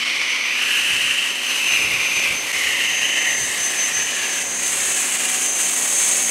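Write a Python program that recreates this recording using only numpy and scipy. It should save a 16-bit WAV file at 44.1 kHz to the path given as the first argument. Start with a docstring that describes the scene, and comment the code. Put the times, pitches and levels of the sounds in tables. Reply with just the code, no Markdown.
"""An open street, one microphone: an electric pressure washer feeds a foam cannon swept over a parked car.
Sines locked to one shaft make the motor's whine and the pump's hum; two shifting resonances make the roar.
Filtered noise and tiny impacts make the rush, fizz, droplet hiss and the drumming on the panels;
the hiss grows louder towards the end. Light gusts, low filtered noise, rumble on the microphone.
"""
import sys
import numpy as np
from scipy import signal
from scipy.fft import rfft, irfft, next_fast_len
from scipy.io import wavfile
from scipy.ndimage import uniform_filter1d

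SR = 44100
rng = np.random.default_rng(int(sys.argv[2]) if len(sys.argv) > 2 else 0)


def wav_record(signal):
    """Record a signal, one row per channel, as 16-bit PCM in the file named by sys.argv[1]."""
    frames = np.transpose(np.atleast_2d(signal))
    bounded = np.clip(frames, -1, 1)
    # unit amplitude maps onto the largest positive 16-bit level
    quanta = np.round(bounded * 32767).astype(np.int16)
    wavfile.write(sys.argv[1], SR, quanta)


N = 278003  # length in samples

# Whine cycles, and pump strokes, per turn of the motor shaft.
WHINE_ORDER, PUMP_GEAR = 22, .22

# The motor slowly gathers speed. Each row: time in seconds, course of the whine's pitch in Hz.
WHINE_PITCH = [(0, 6060), (1.05, 6160), (1.75, 6205), (2.6, 6188), (3.0, 6250), (3.7, 6220), (4.5, 6290),
               (5.1, 6250), (6.3, 6352)]


def shaft_turns(wander_hz=10):
    """Turns of the motor shaft so far: its speed summed over time, straying at random from its course."""
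    course_hz, = curves(WHINE_PITCH)
    whine_hz = course_hz + wander_hz * walk(6.98)
    return np.cumsum(whine_hz / WHINE_ORDER) / SR


# Strength of the whine before its fades. Each row: time in seconds, level in dB.
WHINE_STRENGTH = [(0, -50), (.3, -36.5), (1.42, -38.5), (1.76, -28), (1.9, -34.5), (2.38, -28.5),
                  (2.72, -41), (3.0, -27.5), (3.45, -28.5), (3.7, -22), (4.2, -29.5), (4.55, -27.5),
                  (4.95, -30), (5.12, -43), (5.5, -22.5), (5.78, -31), (6.03, -25), (6.3, -26)]
# The whine fades for moments. Each row: centre in seconds, length in seconds, drop in dB.
WHINE_DROPS = [(1.23, .1, 5), (2.29, 0.08, 12), (2.459, 0.051, 8), (3.537, 0.08, 14), (3.746, 0.054, 11),
               (3.91, .05, 6), (4.771, .1, 9)]


def motor_whine(turns, sway_rad=0.29, throb=0.24, flutter_rad=0.3, waver_db=2.0):
    """Every pump stroke loads the motor, so its whine sways in pitch and throbs in strength."""
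    stroke = 2 * np.pi * PUMP_GEAR * turns
    level_db, = curves(WHINE_STRENGTH)
    for centre_s, length_s, drop_db in WHINE_DROPS:
        level_db = level_db - drop_db * bump(centre_s, length_s)
    phase = 2 * np.pi * WHINE_ORDER * turns + sway_rad * np.sin(stroke) + flutter_rad * walk(90)
    strength = undb(level_db + waver_db * walk(24.5)) * (1 - throb * np.cos(stroke))
    return strength * np.sin(phase)


# Other motor tones. Each row: multiple of the shaft rate, level in dB at the start, midway and at the end.
MOTOR_HARMONICS = [(11, -38.5, -46.5, -67), (20, -63, -49, -43.5), (21, -66, -52, -46), (23, -62, -41, -32),
                   (24, -60, -46, -47), (33, -47.5, -47.5, -58), (44, -63, -57, -54)]
# Pump hum and gear whine. Each row: multiple of the stroke rate (rounded to a whole number when played),
# level in dB at the start, midway and at the end.
PUMP_HARMONICS = [(3, -61, -57, -50.5), (4, -52, -52, -48.5), (5, -56.5, -58.5, -57), (6, -57, -59, -53),
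                  (9, -58, -49, -48.5), (10, -69, -59, -52), (11, -68, -54.5, -50.5),
                  (12, -60.5, -48, -47.5), (107.5, -58, -40.5, -36)]


def washer(turns):
    """Motor whine, once-a-turn hum of the shaft, other motor tones and the geared piston pump."""
    shaft = undb(-56) * np.sin(2 * np.pi * turns)
    shaken_turns = turns + .0026 * walk(40)  # slight unsteadiness, in turns
    motor = tones(MOTOR_HARMONICS, shaken_turns, waver_db=3.6)
    pump = tones(PUMP_HARMONICS, PUMP_GEAR * turns, waver_db=2.37)
    return np.sqrt(2) * (motor_whine(turns) + shaft + motor + pump)  # root 2: levels are rms


def tones(table, turns, waver_db):
    """Harmonics of a rotation; each drifts in level and wavers on its own."""
    total = np.zeros(N)
    progress = np.linspace(0, 2, N)  # start, midway, end
    for order, *levels_db in table:
        level_db = np.interp(progress, np.arange(len(levels_db)), levels_db) + waver_db * walk(6)
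        phase = 2 * np.pi * (round(order) * turns + rng.random())
        total += undb(level_db) * np.sin(phase)
    return total


# The lance sweeps to and fro; at the far end of a sweep the jet points away from the car.
# Each row: centre in seconds, length in seconds, drop of the roar in dB.
SWEEP_ENDS = [(1.37, 0.14, 3.5), (2.422, 0.15, 6), (4.522, .17, 7), (5.521, 0.084, 5.5)]


def pointing_away(edge=2.8):
    """Drop of the roar in dB as the jet leaves the car and returns."""
    return sum(drop_db * bump(centre_s, length_s, edge) for centre_s, length_s, drop_db in SWEEP_ENDS)


# The cannon's resonances shift as the lance is lowered. Each row: time in seconds,
# lower resonance and its width in Hz, upper resonance and its width in Hz.
CANNON_RESONANCES = [(0, 2140, 480.5, 2680, 952), (.42, 2222, 479.5, 2562, 850),
                     (.7, 2020, 779.4, 2770, 629), (1.3, 2130, 649, 2858, 580),
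                     (1.8, 2250, 540, 2689, 538.8), (2.3, 2190, 487.7, 2664, 620),
                     (2.7, 2030, 419, 2728, 619), (4.3, 1846, 431.6, 2704, 817.3),
                     (5.1, 1932, 827.6, 2745, 753), (6.3, 2150, 621, 2750, 850)]
# The roar before the sweeps. Each row: time in seconds, lower and upper resonance level in dB.
ROAR_LEVELS = [(0, -32, -25), (.45, -27, -24), (.92, -26.5, -22), (1.55, -30, -25), (1.71, -25, -20),
               (1.88, -26, -25), (2.3, -29, -21.5), (2.58, -25.5, -25.5), (2.8, -26, -23.5),
               (3.05, -29.5, -23.5), (3.25, -25, -24.5), (3.36, -28, -31), (3.65, -34, -33),
               (3.8, -30, -29.5), (4.3, -31.5, -28.5), (4.7, -33.5, -34.5), (5.35, -34, -29),
               (5.82, -38, -35.5), (6.3, -35.5, -36)]


def cannon(away_db, sputter_db=0.1):
    """Air and soap churn through the nozzle, which roars unevenly in two resonances."""
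    lower_hz, lower_width, upper_hz, upper_width = curves(CANNON_RESONANCES)
    lower_db, upper_db = curves(ROAR_LEVELS)
    lower = undb(lower_db) * resonance(lower_hz, lower_width)
    upper = undb(upper_db) * resonance(upper_hz, upper_width)
    return (lower + upper) * undb(sputter_db * walk(73) - away_db)


def resonance(hz, width_hz):
    """Turbulence in a steep-sided resonance: a tone whose strength and phase tumble faster the wider it is."""
    place = np.cumsum(width_hz) / SR * 20  # wider resonances read through the noise faster
    real, imaginary = rng.standard_normal((2, 2 * N))
    lowpass = signal.butter(3, 1 / 20, output="sos")
    tumble = signal.sosfilt(lowpass, real + 1j * imaginary)
    tone = np.exp(2j * np.pi * np.cumsum(hz) / SR)
    return unit(np.real(np.interp(place, np.arange(2 * N), tumble) * tone))


# The spray moves from the windscreen to the bonnet.
# Each row: time in seconds, then rush, fizz of the foam and droplet hiss, as levels in dB before the sweeps.
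SPRAY_LEVELS = [(0, -26, -49, -40.5), (.5, -27.5, -47, -43), (.73, -27.5, -37, -32), (1.2, -29, -42, -34),
                (1.67, -27, -36, -32.5), (1.95, -28, -39, -36.5), (2.6, -27, -36, -32),
                (3.0, -30.5, -41, -34), (3.36, -30.5, -40.5, -30.5), (3.44, -30, -39, -27.5),
                (4.2, -30, -41, -30.5), (4.57, -30.5, -41, -24.5), (4.68, -29.5, -38, -23.5),
                (5.82, -30, -35, -21.5), (6.04, -28, -37, -19.5), (6.3, -29.5, -34, -22)]
# Spray drumming on the bodywork. Each row: time in seconds, level in dB.
DRUMMING_LEVEL = [(0, -39.5), (1.35, -37.5), (1.72, -35.5), (3.0, -35.5), (4.4, -35.5), (6.3, -34)]
# Spectra of the four spray layers. Each row: frequency in Hz, relative density in dB per Hz.
RUSH_SPECTRUM = [(400, -28), (800, -11.5), (1080, -1.5), (1420, -1), (2000, 2.5), (3300, 3), (4100, 1),
                 (4700, 0), (5900, -1), (6800, -12), (9000, -16), (15000, -37)]
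FIZZ_SPECTRUM = [(6000, -25), (9000, 3.5), (10200, 0.5), (11400, 4), (12500, 2), (13300, -9), (14200, -15),
                 (16000, -21)]
HISS_SPECTRUM = [(4000, -41), (5700, -15.5), (6300, 1), (6750, 0), (7200, 1), (8200, 2), (9100, -1.5),
                 (10000, -7), (11000, -10), (12400, -33), (14000, -17), (16000, -23)]
PANEL_SPECTRUM = [(60, -47), (130, -11.5), (220, -2.5), (300, -0.5), (450, 2), (700, 0), (1050, 1),
                  (1400, -4), (2200, 3), (4000, -22.5), (8000, -34)]


def spray(turns, away_db, pulsing=0.096, sweep_share=0.65):
    """The jet rushes, foam fizzes and droplets land; jet and fine spray pulse with the pump."""
    rush_db, fizz_db, hiss_db = curves(SPRAY_LEVELS)
    panel_db, = curves(DRUMMING_LEVEL)
    rush = undb(rush_db) * colour(rng.standard_normal(N), RUSH_SPECTRUM)
    rush = reflect(rush, body_db=-16.5, road_db=-22)
    fizz = undb(fizz_db) * colour(droplets(per_second=4000, spread_db=3, mist_db=7), FIZZ_SPECTRUM)
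    hiss = undb(hiss_db) * colour(droplets(per_second=4500, spread_db=3, mist_db=-4.0), HISS_SPECTRUM)
    panels = undb(panel_db) * colour(droplets(per_second=2500, spread_db=3.5, mist_db=3), PANEL_SPECTRUM)
    # the spray drops by a share of the roar's drop, in dB
    jet = (rush + fizz + hiss) * undb(-sweep_share * away_db)
    pulse = 1 + pulsing * np.cos(2 * np.pi * PUMP_GEAR * turns)
    return jet * pulse + panels


def droplets(per_second, spread_db, mist_db):
    """Tiny impacts of uneven size, all pushing the same way, over a smooth mist."""
    hit = rng.random(N) < per_second / SR
    size = np.minimum(rng.exponential(size=N), 5)  # caps the rare giants
    impacts = hit * undb(spread_db * size)
    mist = undb(mist_db) * rng.standard_normal(N)  # level relative to the impacts
    return mist - unit(impacts - impacts.mean())


# The echo off the bodywork shifts as the jet moves, mostly later. 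Each row: time in seconds, lag in ms.
BODY_ECHO = [(0, 0.9), (.42, 0.89), (.65, .7), (1.45, .68), (2.45, 0.89), (2.8, 1.01), (3.7, 1.023),
             (3.92, 1.54), (5.2, 2.46), (6.3, 2.65)]


def reflect(x, body_db=-10, road_db=-14, dull_hz=7000):
    """Bodywork and road throw the sound back; the moving lags comb it into a hollow swoosh."""
    dull = signal.sosfilt(signal.bessel(1, dull_hz, fs=SR, output="sos"), x)
    body_ms, = curves(BODY_ECHO)
    road_ms = 4.25 + .12 * walk(1)  # drifts gently
    now = np.arange(N)
    body = np.interp(now - body_ms * SR / 1000, now, dull)
    road = np.interp(now - road_ms * SR / 1000, now, dull)
    return x + undb(body_db) * body + undb(road_db) * road


# Puffs of wind on the microphone. Each row: centre in seconds, length in seconds, level in dB.
WIND_PUFFS = [(0.971, 0.23, -47), (1.859, 0.19, -42), (2.179, .07, -47), (2.309, 0.079, -44),
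              (2.663, .17, -54), (3.439, .1, -47), (4.007, .06, -42), (4.469, 0.11, -49),
              (4.75, 0.23, -49.5)]
# Spectrum of the wind. Each row: frequency in Hz, relative density in dB per Hz.
WIND_SPECTRUM = [(15, -30), (28, -13), (55, -6.5), (85, -2), (130, -1), (220, -9.5), (450, -8), (1500, -43)]


def wind(buffet_db=2.5):
    """Soft puffs over a light breeze rumble and buffet on the microphone."""
    # light air under the puffs, rising to one broad swell
    strength = undb(-62.5) + undb(-58) * bump(at_s=3.1, length_s=1.7)
    for centre_s, length_s, level_db in WIND_PUFFS:
        strength = strength + undb(level_db) * bump(centre_s, length_s)
    rumble = colour(rng.standard_normal(N), WIND_SPECTRUM)
    return strength * undb(buffet_db * walk(25)) * rumble


def undb(db):
    """Decibels to gain."""
    return 10 ** (np.asarray(db) / 20)


def unit(x):
    """Scale to rms 1."""
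    return x / np.sqrt(np.mean(x ** 2))


def curves(table):
    """The columns of a table, joined by straight lines in time."""
    times_s, *columns = np.transpose(table)
    return [np.interp(np.arange(N) / SR, times_s, column) for column in columns]


def walk(rate):
    """Smooth chance with rms 1, changing about rate times a second: noise averaged twice."""
    size = max(int(SR / rate), 2)
    once = uniform_filter1d(rng.standard_normal(N), size, mode="wrap")
    return unit(uniform_filter1d(once, size, mode="wrap"))


def colour(x, points):
    """Filter x by a curve of (Hz, dB) points, straight over log frequency, and scale to rms 1."""
    hz, db = np.transpose(points)
    size = next_fast_len(N)
    bins_hz = np.maximum(np.arange(size // 2 + 1) * SR / size, 1)
    gain = undb(np.interp(np.log(bins_hz), np.log(hz), db))
    return unit(irfft(rfft(x, size) * gain, size)[:N])


def bump(at_s, length_s, edge=2):
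    """A smooth swell of height 1, its length taken at half height; a higher edge makes it squarer."""
    distance = np.abs(2 * (np.arange(N) / SR - at_s) / length_s)
    return 2 ** -(distance ** edge)


def scene(flow_db=0.84):
    """One shaft drives whine, pump and jet; both channels carry the same sound."""
    turns = shaft_turns()
    away_db = pointing_away()
    # the foam leaves in uneven slugs, which shake roar and spray together
    flow = undb(flow_db * walk(86))
    foam = flow * (reflect(cannon(away_db)) + spray(turns, away_db))
    mono = washer(turns) + foam + wind()
    return np.array([mono, mono])


# A brief dip in level: centre in seconds, half-width in seconds (to 1/e of the depth), depth from 0 to 1.
DIP_S, DIP_WIDTH_S, DIP_DEPTH = 2.524, .004, .75


def record(dry, low_hz=45, top_hz=15700):
    """The level dips once, very briefly; the recorder thins the deepest bass and cuts the top."""
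    dip = 1 - DIP_DEPTH * np.exp(-((np.arange(N) / SR - DIP_S) / DIP_WIDTH_S) ** 2)
    bass_cut = signal.butter(3, low_hz, "highpass", fs=SR, output="sos")
    top_cut = signal.ellip(12, .1, 90, top_hz, fs=SR, output="sos")  # ripple and stopband in dB
    return signal.sosfilt(top_cut, signal.sosfilt(bass_cut, dry * dip))


dry = scene()
out = record(dry)
wav_record(out)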